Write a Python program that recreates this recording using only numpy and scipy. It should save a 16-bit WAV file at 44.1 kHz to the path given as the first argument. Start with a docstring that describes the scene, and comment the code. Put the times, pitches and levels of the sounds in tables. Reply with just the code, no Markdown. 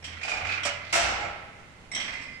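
"""A latch clinks, then a loose steel bar rattles in its frame, a little to the right in a livestock barn.
The gate of a feed barrier scrapes, slams and rings on, and the latch clinks again. Each impact excites
damped modes of the steel: sparse ones are decaying sinusoids, dense ones decaying bands of noise.
Stick-slip friction rasps and squeals. The hall reverberates over a low rumble and a distant motor hum."""
import sys
import numpy as np
from scipy import signal
from scipy.fft import rfft, irfft
from scipy.io import wavfile
from scipy.ndimage import uniform_filter1d

SR = 44100
rng = np.random.default_rng(int(sys.argv[2]) if len(sys.argv) > 2 else 0)


def wav_out(sig):
    """Save sig, one row per channel (or a flat mono array), as 16-bit PCM at SR to the path in sys.argv[1]."""
    wavfile.write(sys.argv[1], SR, np.round(np.clip(np.atleast_2d(sig).T, -1, 1) * 32767).astype(np.int16))


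N = 105840
T = np.arange(N) / SR


def amp(db):
    """Amplitude ratio of a level in decibels."""
    return 10 ** (np.asarray(db) / 20)


def unit(x):
    """Normalisation to rms 1."""
    return x / np.sqrt(np.mean(x ** 2) + 1e-20)


def read(points, hz):
    """Interpolation on a logarithmic frequency axis."""
    f, value = np.transpose(points)
    return np.interp(np.log(hz + 1), np.log(f + 1), value)


def fade(t, t60):
    """Damping: exponential decay by 60 dB in t60 seconds."""
    return np.exp(-np.log(1000) * t / np.maximum(t60, .005))


def rise(t, tau_s):
    """First-order build-up with time constant tau_s."""
    return 1 - np.exp(-t / tau_s)


def pan(db):
    """Stereo gains for a level difference, left minus right."""
    return amp(np.array([[db], [-db]]) / 2)


def add(mix, s, sound):
    """Superposition of a sound starting at s seconds."""
    part = mix[:, max(round(s * SR), 0):][:, :sound.shape[1]]
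    part += sound[:, :part.shape[1]]


def tilt(hz, db):
    """Spectral slope in dB per octave: harder contact excites more treble."""
    return amp(db * np.log2(np.clip(hz, 700, 9000) / 2400))


# Correlation between the two microphones: f/Hz, coefficient
CORRELATION = [(60, 0.7), (250, 0.85), (500, 0.64), (1000, 0.12), (2000, -0.08), (12000, 0)]
def noise(gain, size, tilt_db=0):
    """Random-phase noise of a given spectrum, partly coherent between the channels in the bass."""
    hz = np.fft.rfftfreq(size, 1 / SR)
    left, independent = np.exp(2j * np.pi * rng.random((2, len(hz))))
    correlation = np.clip(read(CORRELATION, hz), -1, 1)
    right = correlation * left + np.sqrt(1 - correlation ** 2) * independent
    magnitude = gain(hz)
    spectrum = np.array([left, right]) * magnitude * tilt(hz, tilt_db)
    return irfft(spectrum, size) * np.sqrt(size / np.mean(magnitude ** 2))


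def body(points, size, tilt_db=0):
    """Modal overlap: overtones too dense to resolve act as noise with a spectral envelope."""
    return noise(lambda hz: amp(read(points, hz)), size, tilt_db)


def lorentzian(f, hz, width_hz):
    """Resonance curve, with its full width taken at half height."""
    return 1 / (1 + (2 * (f - hz) / width_hz) ** 2)


def resonance(hz, width_hz, size):
    """Beating of many modes near one pitch gives a rough, narrow-band ring."""
    return noise(lambda f: lorentzian(f, hz, width_hz), size)


def die_away(x, t60s, stretch=1):
    """Frequency-dependent damping: each band decays at its own rate."""
    hz, t, bands = signal.stft(x, SR, nperseg=256)
    damped = bands * fade(t, stretch * read(t60s, hz)[:, None])
    return signal.istft(damped, SR, nperseg=256)[1][:, :x.shape[1]]


def ring(modes, t, ratio, tilt_db):
    """Free vibration: damped modes reach the two microphones a quarter cycle apart."""
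    shape = (len(modes), 1, 1)
    phases = 2 * np.pi * rng.random(shape) + rng.choice([-1, 1], shape) * np.array([[0], [np.pi / 2]])
    return sum(amp(db) * tilt(hz, tilt_db) * fade(t, t60) * np.sin(2 * np.pi * hz * ratio * t + phase)
               for (hz, db, t60), phase in zip(modes, phases))


# Background spectrum: f/Hz, level/dB
RUMBLE_SPECTRUM = [(20, -1.5), (45, -6), (90, 0), (170, -3), (300, -10.5), (600, -10.5), (1200, -13.5),
                   (2500, -15.5), (4500, -24), (8000, -30), (11000, -37.5), (15000, -65)]
def rumble():
    """Stationary noise with most of its power in the bass."""
    return amp(-51) * body(RUMBLE_SPECTRUM, N)


# Distant motor: t/s, f/Hz, level/dB
MOTOR_TRACK = [(0, 80.1, -53.5), (.17, 83.4, -44), (.24, 84.4, -58), (.38, 88.7, -56), (.46, 94.17, -43.5),
               (.65, 92.9, -51), (.9, 89.9, -52.5), (1.08, 89.9, -48.5), (1.398, 88.3, -60.5),
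               (1.55, 87.1, -67), (2.4, 86.6, -62)]
def motor():
    """A drifting hum, its phase the integral of its frequency."""
    s, hz, db = np.transpose(MOTOR_TRACK)
    phase = 2 * np.pi * np.cumsum(np.interp(T, s, hz)) / SR
    return np.sqrt(2) * amp(np.interp(T, s, db)) * np.sin(phase)


# Reverberation time of the hall: f/Hz, T60/s
HALL_DECAY = [(100, 1.76), (700, 0.9), (2000, 1.22), (3500, 0.77), (6000, 0.47), (9000, 0.36),
              (14000, 0.21)]
def hall(x):
    """Diffuse reverberation: the mono sum is convolved with decaying noise."""
    build_up = rise(T, 0.011)
    tail = die_away(body([(20, 0), (20000, 0)], size=65536), HALL_DECAY)
    reference = np.sqrt(np.sum((fade(T, 1.2) * build_up) ** 2))
    response = tail * build_up[:tail.shape[1]] / reference
    mono = (x + x[::-1]) / 2
    return signal.fftconvolve(mono, response, axes=1)[:, :N] * np.sqrt(2)


# Booms: t/s, level/dB, f/Hz, T60/s
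STRUCTURE_BOOMS = [(0.341, -43, 51, 0.48), (.415, -31, 70.4, .2), (1.01, -35.5, 59, 1),
                   (1.209, -40, 96, 0.45), (2.075, -45.5, 48.5, 0.59)]
def booms():
    """Low modes of the structure swell and decay freely."""
    out = np.zeros((1, N))
    onset = np.minimum(T / 0.04, 1)
    for s, db, hz, t60 in STRUCTURE_BOOMS:
        mode = np.sin(2 * np.pi * (hz * T + rng.random()))
        add(out, s, (amp(db) * onset * fade(T, t60) * mode)[None])
    return out


# Excitations of the rail: t/s, level/dB
RAIL_BLOWS = [(.448, -38.5), (.59, -69), (1.95, -42), (2.09, -56.5), (2.281, -51)]
def rail(hz=2056, t60=3.2):
    """One lightly damped mode of a long rail sings on after the knocks that shake it."""
    envelope = np.zeros((1, N))
    for s, db in RAIL_BLOWS:
        add(envelope, s, (amp(db) * fade(T, t60) * rise(T, 0.0041))[None])
    return envelope * np.sin(2 * np.pi * (hz * T + rng.random() + np.array([[0], [.2]])))


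# Gate sliding along its bar: t/s, level/dB
SLIDE_LEVELS = [(.44, -64), (.49, -48), (.525, -39), (.58, -46), (.63, -76), (.79, -70), (0.836, -53.5),
                (.922, -45.5), (.94, -67)]
# Its rasp: f/Hz, level/dB
RASP_SPECTRUM = [(200, -26), (1200, -7), (2300, 3), (4500, 4), (6500, -10), (10000, -25), (15000, -69)]
def scrape(grit_db=2, grit_s=.003):
    """Stick-slip friction of steel on steel: noise with random amplitude modulation."""
    s, db = np.transpose(SLIDE_LEVELS)
    envelope = amp(np.interp(T, s, db)) * (T > s[0]) * (T < s[-1])
    roughness = unit(uniform_filter1d(rng.standard_normal(N), round(grit_s * SR)))
    return envelope * unit(amp(grit_db * roughness)) * body(RASP_SPECTRUM, N)


# Thin squeals: t/s, duration/s, f/Hz, level/dB
FRICTION_SQUEALS = [(.66, .11, 2930, -40), (1.98, .45, 2440, -52), (2.03, .25, 2745, -52),
                    (2.11, .25, 7870, -68), (2.24, .16, 4965, -55)]
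def squeals(width_hz=45):
    """Friction excites narrow resonances of the steel, which swell and subside."""
    out, t = np.zeros((2, N)), T[:32768]
    for s, duration, hz, db in FRICTION_SQUEALS:
        swell = np.sin(np.pi * np.minimum(t / duration, 1))
        add(out, s, amp(db) * swell * resonance(hz, width_hz, len(t)))
    return pan(1) * out


# Clinks: t/s, level/dB, T60/s, tilt/(dB/octave), clatter/dB, catch/dB, bolt f/Hz, bolt/dB, pin/dB
LATCH_IMPACTS = [(.024, -16.5, 0.11, -5.5, 3.5, -10, 5440, -3, -18),
                 (.041, -14.5, 0.22, 3, 10, 8, 5600, 4.5, -4),
                 (.075, -24, 0.51, -2.5, 15, 7.5, 5600, -12, -14),
                 (.633, -8, 0.092, 3.5, 3.5, 11.5, 5650, 10, -7),
                 (1.9155, -3, .15, -5.5, -7.5, -38, 5540, -1, 4),
                 (1.935, -5.5, 0.13, -11.5, -7.5, -3, 5300, -3, -14),
                 (1.947, 1, 0.17, .5, -5.5, -5, 5660, 0, -8),
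                 (1.96, -7.5, 0.34, -6.5, 3.5, 5, 5730, 3.5, -20),
                 (1.998, -11.5, 0.28, 1, 10.5, 9, 5750, -3, -18),
                 (2.04, -14, 0.51, -3, 9.5, -6, 5570, -21, -29),
                 (2.078, -14, 0.28, -4, 12.5, -8, 5430, -2, -28),
                 (2.124, -20.5, 0.67, -1.5, 13.5, -17, 5740, -7, -18),
                 (2.212, -21.5, 0.31, -1, 11, -18, 5360, 3, -17)]
# Latch resonances: f/Hz, width/Hz, level/dB
LATCH_RESONANCES = [(2078, 190, 0), (3850, 450, -9), (7760, 810, -13), (10760, 360, -29.5)]
# Clatter around them: f/Hz, level/dB
LATCH_SPECTRUM = [(100, -24), (250, -1.5), (400, -17.5), (620, -5.5), (1300, -1), (2400, 8.5), (3300, -7),
                  (4600, -0.5), (6800, -11.5), (8500, -18.5), (10000, -23), (15000, -52)]
def latch():
    """Impacts excite clusters of close modes in the latch, its catch, bolt and pin."""
    def peaks(f):
        return sum(amp(db) * lorentzian(f, hz, width) for hz, width, db in LATCH_RESONANCES)

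    out, t = np.zeros((2, N)), T[:16384]
    for s, db, t60, tilt_db, clatter_db, catch_db, bolt_hz, bolt_db, pin_db in LATCH_IMPACTS:
        clink = amp(-31.5) * noise(peaks, len(t), tilt_db)
        catch = amp(-32 + catch_db) * resonance(hz=3200, width_hz=430, size=len(t))
        bolt = amp(-33.5 + bolt_db) * resonance(bolt_hz, width_hz=400, size=len(t))
        pin = amp(-44.5 + pin_db) * resonance(hz=8060, width_hz=160, size=len(t))
        clatter = amp(-34 + clatter_db) * body(LATCH_SPECTRUM, len(t), tilt_db)
        envelope = amp(db) * rise(t, 0.002) * fade(t, t60)
        add(out, s, envelope * (clink + catch + bolt + pin + clatter))
    return pan(-1) * (out + amp(-2.5) * hall(out))


# Knocks: t/s, level/dB, nominal f/Hz, tilt/(dB/octave), ring/dB, hollow tube/dB
BAR_IMPACTS = [(0.127, -10.5, 2190, -0.5, -2, -1), (.168, -10.5, 1984, -2.5, 3.5, 1.5),
               (.212, -7.5, 1920, 2, -2, 2.5), (.2305, -2, 2443, 3.5, 6.5, 2),
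               (.248, -7, 2450, 5.5, 9, 13.5), (.279, 1.5, 2492, 1.5, 1.5, 6.5),
               (.293, -4, 2500, 7.5, -8, 5), (.316, -2.5, 2463, -5, 10.5, -9),
               (.336, -8, 2434, 4.5, 13, 17.5), (.368, -4, 2460, 2.5, 5, 1.5),
               (.408, -4.5, 2360, -7.5, -5, 6), (.448, -0.5, 2400, -1, -5, 0.5),
               (.468, -3.5, 2420, 1.5, 4, 2.5), (.49, 0, 2560, -1, 1.5, -11),
               (.508, -6, 2566, -3, 10.5, 2.5), (.52, -1.5, 2420, -1, 3.5, -17),
               (.538, -6.5, 2580, -1, 9, -18), (.575, -4, 2417, -6, 10.5, -19)]
# Modes of the bar at its nominal pitch: f/Hz, level/dB, T60/s
BAR_PARTIALS = [(1340, -26, 0.053), (2410, 2, 0.067), (4730, -17, 0.081), (5200, -20.5, 0.072)]
# Its dense overtones: f/Hz, level/dB
BAR_SPECTRUM = [(100, -19.5), (300, -17.5), (520, -16.5), (710, -18), (950, -9), (1400, 4), (1750, 0.5),
                (2350, 6.5), (3300, -4.5), (5000, -9), (7500, -16.5), (10000, -31.5), (12000, -51),
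                (15000, -54)]
def loose_bar(nominal_hz=2430):
    """Repeated impacts of a hollow bar in its frame excite heavily damped modes."""
    clatter, pings, t = np.zeros((2, N)), np.zeros((2, N)), T[:16384]
    for s, db, hz, tilt_db, ring_db, tube_db in BAR_IMPACTS:
        blow = amp(db) * rise(t, 0.0019)
        dense = amp(-31) * body(BAR_SPECTRUM, len(t), tilt_db)
        hollow = amp(-44.5 + tube_db) * resonance(hz=754, width_hz=230, size=len(t))
        add(clatter, s, blow * (dense + hollow) * fade(t, t60=0.16))
        add(pings, s, blow * amp(-29.5 + ring_db) * ring(BAR_PARTIALS, t, hz / nominal_hz, tilt_db))
    echo = hall(amp(3.5) * clatter + amp(-7) * pings)
    return pan(-0.5) * (clatter + pings + echo)


# Slams: t/s, level/dB, T60 ratio, tilt/(dB/octave), left minus right/dB, tube f/Hz, tube/dB, frame/dB
GATE_IMPACTS = [(.65, -1.5, 0.32, 0.9, -5, 587, -34.5, -12), (.9252, 0.5, 1, 1, 2, 744, -40.5, -3),
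                (.951, 0, 0.65, 0.5, 4, 694, -26, -27), (1.03, -8.5, 1, -1, -1.5, 866, -32, -6.5),
                (1.085, -12, 1, -4.5, 1, 805, -27, -7), (1.205, -25.5, 0.6, -6.5, -12, 826, -19.5, 13.5),
                (1.243, -17, 0.24, -7.5, -4, 860, -31, 3.5), (1.292, -21, 0.092, -5, 5, 780, -35, 1),
                (1.585, -30, 0.24, -3, 3, 1350, -18, -7)]
# Modes of the gate frame: f/Hz, level/dB, T60/s
FRAME_MODES = [(339, -5, 1.2), (664, -7, .9), (705, -5, 1.2), (815, 1.5, 1.35), (921, -6, 1.3),
               (1087, -9, 1.4), (1315, -2.5, 1.6), (1375, 1, 1.2), (1502, -1.5, .8), (1681, .5, .9),
               (2051, 2, .65), (2149, 5.5, 1.1), (2213, -4, 1.5), (2304, -1.5, .9), (2379, -.5, 1.1),
               (2573, -3, .9), (2674, -3, 1.3), (2762, -2, 1), (2885, -3, .9), (4323, -7, .7),
               (5093, -7, .7), (5765, -3, .6), (6890, -5, .55), (7057, -3, .55), (7704, -4, .55)]
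# Its dense overtones: f/Hz, level/dB
GATE_SPECTRUM = [(60, -13.5), (160, -12), (300, -10), (470, -8), (700, 1), (1090, -4), (1350, 1),
                 (1850, -3.5), (2200, -1), (3050, -3.5), (3600, -7), (5000, -7.5), (5900, -4.5),
                 (6300, -11), (7700, -8), (8200, -12.5), (10500, -20), (12500, -32.5), (15000, -33)]
# Their decay: f/Hz, T60/s
GATE_DECAY = [(200, 0.57), (800, 0.81), (2200, 1), (5000, 0.76), (8000, 0.5), (13000, 0.23)]
def gate():
    """Slams and rebounds set the frame in free vibration, damped sooner when the gate is held."""
    crash, frame, t = np.zeros((2, N)), np.zeros((2, N)), T[:49152]
    for s, db, stretch, tilt_db, pan_db, tube_hz, tube_db, frame_db in GATE_IMPACTS:
        blow = amp(db) * rise(t, 0.0028)
        dense = amp(-23.2) * die_away(body(GATE_SPECTRUM, len(t), tilt_db), GATE_DECAY, stretch)
        hollow = amp(tube_db) * resonance(tube_hz, width_hz=35, size=len(t)) * fade(t, 0.53 * stretch)
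        add(crash, s, pan(pan_db) * blow * (dense + hollow))
        modes = [(hz, mode_db, t60 * stretch) for hz, mode_db, t60 in FRAME_MODES]
        add(frame, s, blow * amp(-34 + frame_db) * ring(modes, t, 1, tilt_db / 2))
    return crash + frame + pan(0.5) * amp(-4.5) * hall(crash)


def scene():
    """Linear superposition of the metalwork and the background of the barn."""
    metalwork = loose_bar() + latch() + gate() + rail() + scrape() + squeals()
    return metalwork + booms() + motor() + rumble()


# Balance of the microphones: f/Hz, left minus right/dB
LEVEL_DIFFERENCE = [(60, -3.5), (250, -1.5), (700, -0.5), (1300, -1.5), (2200, -9), (4000, 0), (7500, -8.5),
                    (13000, 8.5)]
def record(dry, cutoff_hz=15200):
    """A level difference favours the right microphone in most bands; a low-pass limits the bandwidth."""
    lean_db = read(LEVEL_DIFFERENCE, np.fft.rfftfreq(2 * N, 1 / SR))
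    gains = amp(np.array([lean_db, -lean_db]) / 2)
    balanced = irfft(rfft(dry, 2 * N) * gains)[:, :N]
    low_pass = signal.firwin(511, cutoff_hz, window=("kaiser", 9), fs=SR)
    return signal.oaconvolve(balanced, low_pass[None], "same")


dry = scene()
out = record(dry)
wav_out(out)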